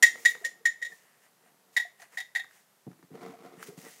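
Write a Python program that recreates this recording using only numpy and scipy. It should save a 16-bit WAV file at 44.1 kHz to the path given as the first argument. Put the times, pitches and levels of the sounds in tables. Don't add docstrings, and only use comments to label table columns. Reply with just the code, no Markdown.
import sys
import numpy as np
from scipy import signal
from scipy.fft import rfft, irfft
from scipy.io import wavfile
from scipy.ndimage import uniform_filter1d

SR = 44100
rng = np.random.default_rng(int(sys.argv[2]) if len(sys.argv) > 2 else 0)


def dump(signal):
    limited = np.clip(np.atleast_2d(signal).T, -1, 1)
    pcm = np.round(limited * 32767).astype(np.int16)
    wavfile.write(sys.argv[1], SR, pcm)


N = 176400
T = np.arange(N) / SR
AGE = T[:SR // 2]

# start_s, ring_db, pitch_hz, upper_ring_db, crack_db, hollow_db
CONTACTS = [(0.0252, -9, 1880, -34, -13.5, -54), (.0315, -2, 1885, -38, -17, -32),
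            (0.0388, -6, 1873, -21.5, -30, -39), (0.0629, -17.5, 1891, -29, -31, -63),
            (.2500, -15.5, 1848, -41, -28.5, -52), (0.2552, -6.5, 1905, -23, -22.5, -35.5),
            (.2710, -44.5, 1820, -24.5, -45, -42), (.4420, -29.5, 1842, -48, -51.5, -67),
            (.4480, -19.5, 1848, -52, -29.5, -40), (0.4597, -54, 1840, -55, -38, -38),
            (0.6529, -27.5, 1927, -39.5, -37.5, -57), (0.6549, -10.5, 1852, -41.5, -27.5, -45),
            (.6670, -18, 1841, -36, -37.5, -49), (.8160, -35, 1904, -47, -53, -50),
            (0.8242, -23, 1874, -40, -40, -45.5), (0.848, -28, 1860, -37.5, -44, -55),
            (.8610, -33, 1878, -70, -47, -50.5), (0.919, -39.5, 1800, -81.5, -58.5, -98),
            (1.7648, -13, 1921, -23.5, -27, -65), (1.7730, -16, 1924, -26.5, -29.5, -42),
            (1.7988, -23.5, 1907, -33, -37.5, -60), (1.9980, -50, 1910, -86, -53, -45.5),
            (2.0180, -47.5, 2000, -67.5, -47, -47.5), (2.1725, -23, 1844, -35, -37.5, -42.5),
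            (2.1820, -27, 1992, -37, -37, -37), (2.202, -27, 1955, -35.5, -38, -44),
            (2.3503, -21, 1897, -30.5, -35.5, -62), (2.3580, -15.5, 1902, -33, -34.5, -35.5),
            (2.3690, -28, 1940, -39, -38.5, -66), (2.395, -24, 1895, -34, -44.5, -43)]
# pitch_hz, level_db, t60_s
LID_MODES = [(1877.4, 3, 0.089), (1917, -16.5, .05), (2015, -12.5, .09), (2227, -20.5, 0.12),
             (1950, -12.5, .06)]
# pitch_hz, level_db, t60_s
UPPER_MODES = [(3780, -3.5, 0.071), (3695, -6.5, 0.1), (3521, -9, .07), (3280, -9.5, .06),
               (4100, -11.5, 0.051), (2640, -12, .06)]
# frequency_hz, level_db
FLAT_HAND_EQ = [(100, -40.5), (270, -35), (550, -15.5), (800, -11.5), (1100, -16.5), (1700, -5.5),
                (2600, -5), (3400, 0.5), (4800, -3.5), (5700, 1), (6650, -1.5), (7050, 9.5), (7400, -2),
                (8000, -6.5), (9600, -4.5), (11000, -15), (14500, -13.5), (15500, -21)]
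# frequency_hz, level_db
TIGHT_GRIP_EQ = [(100, -33.5), (400, -27.5), (800, 4), (1200, -11.5), (1800, 11.5), (2600, -4.5),
                 (3600, -1), (4800, -1.5), (6300, -3.5), (7100, 0.5), (7900, -8.5), (9600, -6),
                 (12500, -11), (15000, -15)]
# middle_s, length_s, level_db
GRIP_SHIFTS = [(.12, 0.21, -61.5), (.36, .3, -66.5), (.62, 0.26, -72.5), (.92, 0.033, -65.5),
               (1.12, 0.5, -79), (1.48, .1, -69.5), (1.68, .2, -74), (2.55, .2, -77.5)]
# time_s, level_db
RUB_RIDE = [(3.08, -75.5), (3.125, -60.5), (3.155, -48), (3.18, -51.5), (3.246, -44), (3.30, -48),
            (3.355, -53.5), (3.375, -59), (3.44, -48), (3.56, -53.5), (3.615, -52.5), (3.68, -51),
            (3.76, -67), (3.782, -51), (3.81, -57.5), (3.86, -48), (3.94, -68.5), (4.0, -59)]
# frequency_hz, level_db
RUB_EQ = [(60, -28.5), (120, -11), (175, 0), (225, -2.5), (275, 1), (315, -9.5), (355, 3), (400, -7),
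          (450, 6), (515, -9.5), (580, -3), (640, -10.5), (725, 2.5), (830, -10.5), (1350, -9),
          (1650, -19.5), (2000, -12), (2600, -21.5), (7000, -28.5), (15000, -36.5)]
# start_s, hollow_db, pitch_hz, tick_db
WALL_KNOCKS = [(0.155, -42.5, 507, -41.5), (0.199, -46, 460, -84), (0.351, -42.5, 500, -41),
               (0.368, -47.5, 412, -54), (.412, -42, 410, -53), (.424, -42, 685, -62),
               (0.519, -67.5, 434, -62), (0.608, -49, 450, -72), (1.850, -38, 707, -66.5),
               (2.025, -44.5, 690, -51), (2.443, -53, 770, -45.5), (2.510, -71.5, 720, -53),
               (2.8669, -42, 426, -65), (2.914, -50, 346, -52), (2.931, -89, 353, -54.5),
               (2.991, -50.5, 331, -61), (3.027, -46, 330, -53), (3.104, -43.5, 418, -79.5),
               (3.145, -34.5, 448, -61), (3.217, -61, 665, -61), (3.233, -38, 463, -42.5),
               (3.250, -38.5, 400, -56), (3.291, -36, 270, -49.5), (3.335, -38, 693, -65),
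               (3.628, -65, 740, -37), (3.685, -32.5, 401, -73), (3.720, -40.5, 463, -74)]
# frequency_hz, level_db
TICK_EQ = [(300, -9), (900, 4.5), (1700, 6), (2800, -11), (7000, -15), (15000, -29)]
# middle_s, length_s, level_db
BRICK_SLIDES = [(.21, 0.081, -54), (.30, 0.04, -44.5), (.42, 0.15, -62), (.94, 0.15, -63),
                (1.24, 0.052, -69.5), (1.75, .03, -61.5), (2.02, 0.039, -61.5), (2.145, 0.041, -60.5),
                (2.56, .09, -64)]
# frequency_hz, level_db
HISS_EQ = [(1000, -18.5), (1650, -9.5), (1900, 3), (2300, -2.5), (4000, -6), (6500, -0.5), (10000, -5.5),
           (15000, -8.5)]
# middle_s, length_s, level_db
HEAP_SETTLES = [(1.08, 0.15, -66.5), (1.25, 0.063, -68.5), (1.47, .06, -68), (2.03, 0.051, -57.5),
                (2.14, 0.039, -58.5), (2.56, 0.091, -67), (3.61, 0.044, -55.5), (3.87, 0.062, -56.5)]
# frequency_hz, level_db
HEAP_EQ = [(300, -11.5), (800, -4.5), (1400, -7), (1900, 2), (2300, -9), (2900, -6), (3800, -33),
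           (9000, -11), (15000, -33)]
# start_s, level_db
LANDINGS = [(2.8673, -36), (2.8761, -33), (2.904, -46.5), (3.037, -50.5), (3.114, -44), (3.133, -45),
            (3.148, -47), (3.289, -48.5), (3.576, -47), (3.685, -42.5), (3.777, -41)]
# pitch_hz, level_db, t60_s
TABLE_MODES = [(176, 3.5, 0.059), (135, -16.5, .08), (265.4, 1, 0.043), (390, -10, 0.027),
               (716, -11.5, 0.033)]
# time_s, level_db
SLEEVE_RIDE = [(3.55, -78), (3.624, -56.5), (3.63, -44), (3.656, -59), (3.676, -49), (3.7, -60.5),
               (3.768, -68.5), (3.778, -56), (3.922, -54), (4.0, -60)]
# frequency_hz, level_db
ROOM_TONE_EQ = [(30, -13.5), (100, -5.5), (180, -4.5), (300, -13), (380, -8), (550, -6.5), (730, -6.5),
                (1300, -10), (1950, -10.5), (2400, -15), (5000, -16), (14000, -16), (15500, -24)]

RING_RISE_S, CRACK_RISE_S = 0.0035, 0.00096
CRACK_T60_S, CAVITY_T60_S, KNOCK_T60_S, TICK_T60_S = 0.073, 0.042, 0.06, 0.023
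REGRIP_S = 1.3
CAVITY_HZ = (539, 763)
CHOKE_S, CHOKE_DB = (0.023, 0.0086), -7
RUB_TRIM_DB, SLEEVE_TRIM_DB, ROOM_TONE_DB = -1.5, -0.5, -67
ROOM_T60_S, ROOM_DB, PREDELAY_S = 0.28, -13.5, 0.011
CLIP_CEILING, LOW_CUT_HZ, HIGH_CUT_HZ = 1.4, 130, 15700


def amp(db):
    return 10 ** (np.asarray(db) / 20)


def fade(t60):
    return np.exp(-np.log(1000) * AGE / t60)


def add(out, start_s, sound):
    i = int(round(start_s * SR))
    out[i:i + len(sound)] += sound[:N - i]


def noise(eq, size, grain=0, grains_per_s=2000):
    white, strength = rng.standard_normal((2, size))
    grainy = white * np.exp(grain * strength[(T[:size] * grains_per_s).astype(int)])
    hz, db = np.array(eq).T
    bin_hz = np.maximum(np.arange(size // 2 + 1) * SR / size, 1)
    gain = amp(np.interp(np.log(bin_hz), np.log(hz), db))
    shaped = irfft(rfft(grainy) * gain, size)
    return shaped / shaped.std()


def ring(modes, rise_s, stretch=1, scatter=0):
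    detune = stretch * (1 + scatter * rng.standard_normal(len(modes)))
    tone = sum(amp(db) * fade(t60) * np.sin(2 * np.pi * hz * ratio * AGE)
               for (hz, db, t60), ratio in zip(modes, detune))
    return tone * (1 - np.exp(-AGE / rise_s))


def ride(points):
    times, db = np.array(points).T
    return uniform_filter1d(amp(np.interp(T, times, db, left=-120)), size=200)


def swells(rows):
    return sum(amp(db) * np.exp(-2 * ((T - middle) / length) ** 2) for middle, length, db in rows)


def lid_slaps():
    out = np.zeros(N)
    for start, ring_db, hz, upper_db, crack_db, hollow_db in CONTACTS:
        grip = int(start > REGRIP_S)
        burst = noise((FLAT_HAND_EQ, TIGHT_GRIP_EQ)[grip], len(AGE), grain=0.25)
        crack = burst * fade(CRACK_T60_S) * (1 - np.exp(-AGE / CRACK_RISE_S))
        hollow = ring([(CAVITY_HZ[grip], hollow_db, CAVITY_T60_S)], RING_RISE_S)
        choke = amp(CHOKE_DB * np.clip(2 * AGE / CHOKE_S[grip] - 1, 0, 1))
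        main = choke * ring(LID_MODES, RING_RISE_S, stretch=hz / LID_MODES[0][0], scatter=0.009)
        upper = ring(UPPER_MODES, RING_RISE_S, scatter=0.0062)
        add(out, start, amp(ring_db) * main + amp(upper_db) * upper + amp(crack_db) * crack + hollow)
    return out


def hand_rubs():
    friction = noise(RUB_EQ, N, grain=0.35, grains_per_s=260)
    return friction * (swells(GRIP_SHIFTS) + amp(RUB_TRIM_DB) * ride(RUB_RIDE))


def wall_knocks():
    out = np.zeros(N)
    for start, hollow_db, hz, tick_db in WALL_KNOCKS:
        tick = noise(TICK_EQ, len(AGE)) * fade(TICK_T60_S)
        hollow = ring([(hz, hollow_db, KNOCK_T60_S)], RING_RISE_S)
        add(out, start, hollow + amp(tick_db) * tick)
    return out


def brick_slides():
    return noise(HISS_EQ, N, grain=0.35) * swells(BRICK_SLIDES)


def heap_settles():
    return noise(HEAP_EQ, N, grain=0.44) * swells(HEAP_SETTLES)


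def table_thumps():
    out = np.zeros(N)
    thump = ring(TABLE_MODES, rise_s=0.0008)
    for start, db in LANDINGS:
        add(out, start, amp(db) * thump)
    return out


def sleeve_rustle():
    return noise(HISS_EQ, N, grain=0.35) * amp(SLEEVE_TRIM_DB) * ride(SLEEVE_RIDE)


def room(direct):
    fade_in = np.clip(AGE / PREDELAY_S - 1, 0, 1)
    tail = rng.standard_normal(len(AGE)) * fade(ROOM_T60_S) * fade_in
    return direct + amp(ROOM_DB) * signal.fftconvolve(direct, tail / np.linalg.norm(tail))[:N]


def scene():
    foley = (lid_slaps() + hand_rubs() + wall_knocks() + brick_slides()
             + heap_settles() + table_thumps() + sleeve_rustle())
    return (room(foley) + amp(ROOM_TONE_DB) * noise(ROOM_TONE_EQ, N))[None]


def record(dry):
    rounded = CLIP_CEILING * np.tanh(dry / CLIP_CEILING)
    low_cut = signal.butter(5, LOW_CUT_HZ, "high", fs=SR, output="sos")
    high_cut = signal.ellip(10, 0.2, 80, HIGH_CUT_HZ, fs=SR, output="sos")
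    return signal.sosfilt(high_cut, signal.sosfilt(low_cut, rounded))


dry = scene()
out = record(dry)
dump(out)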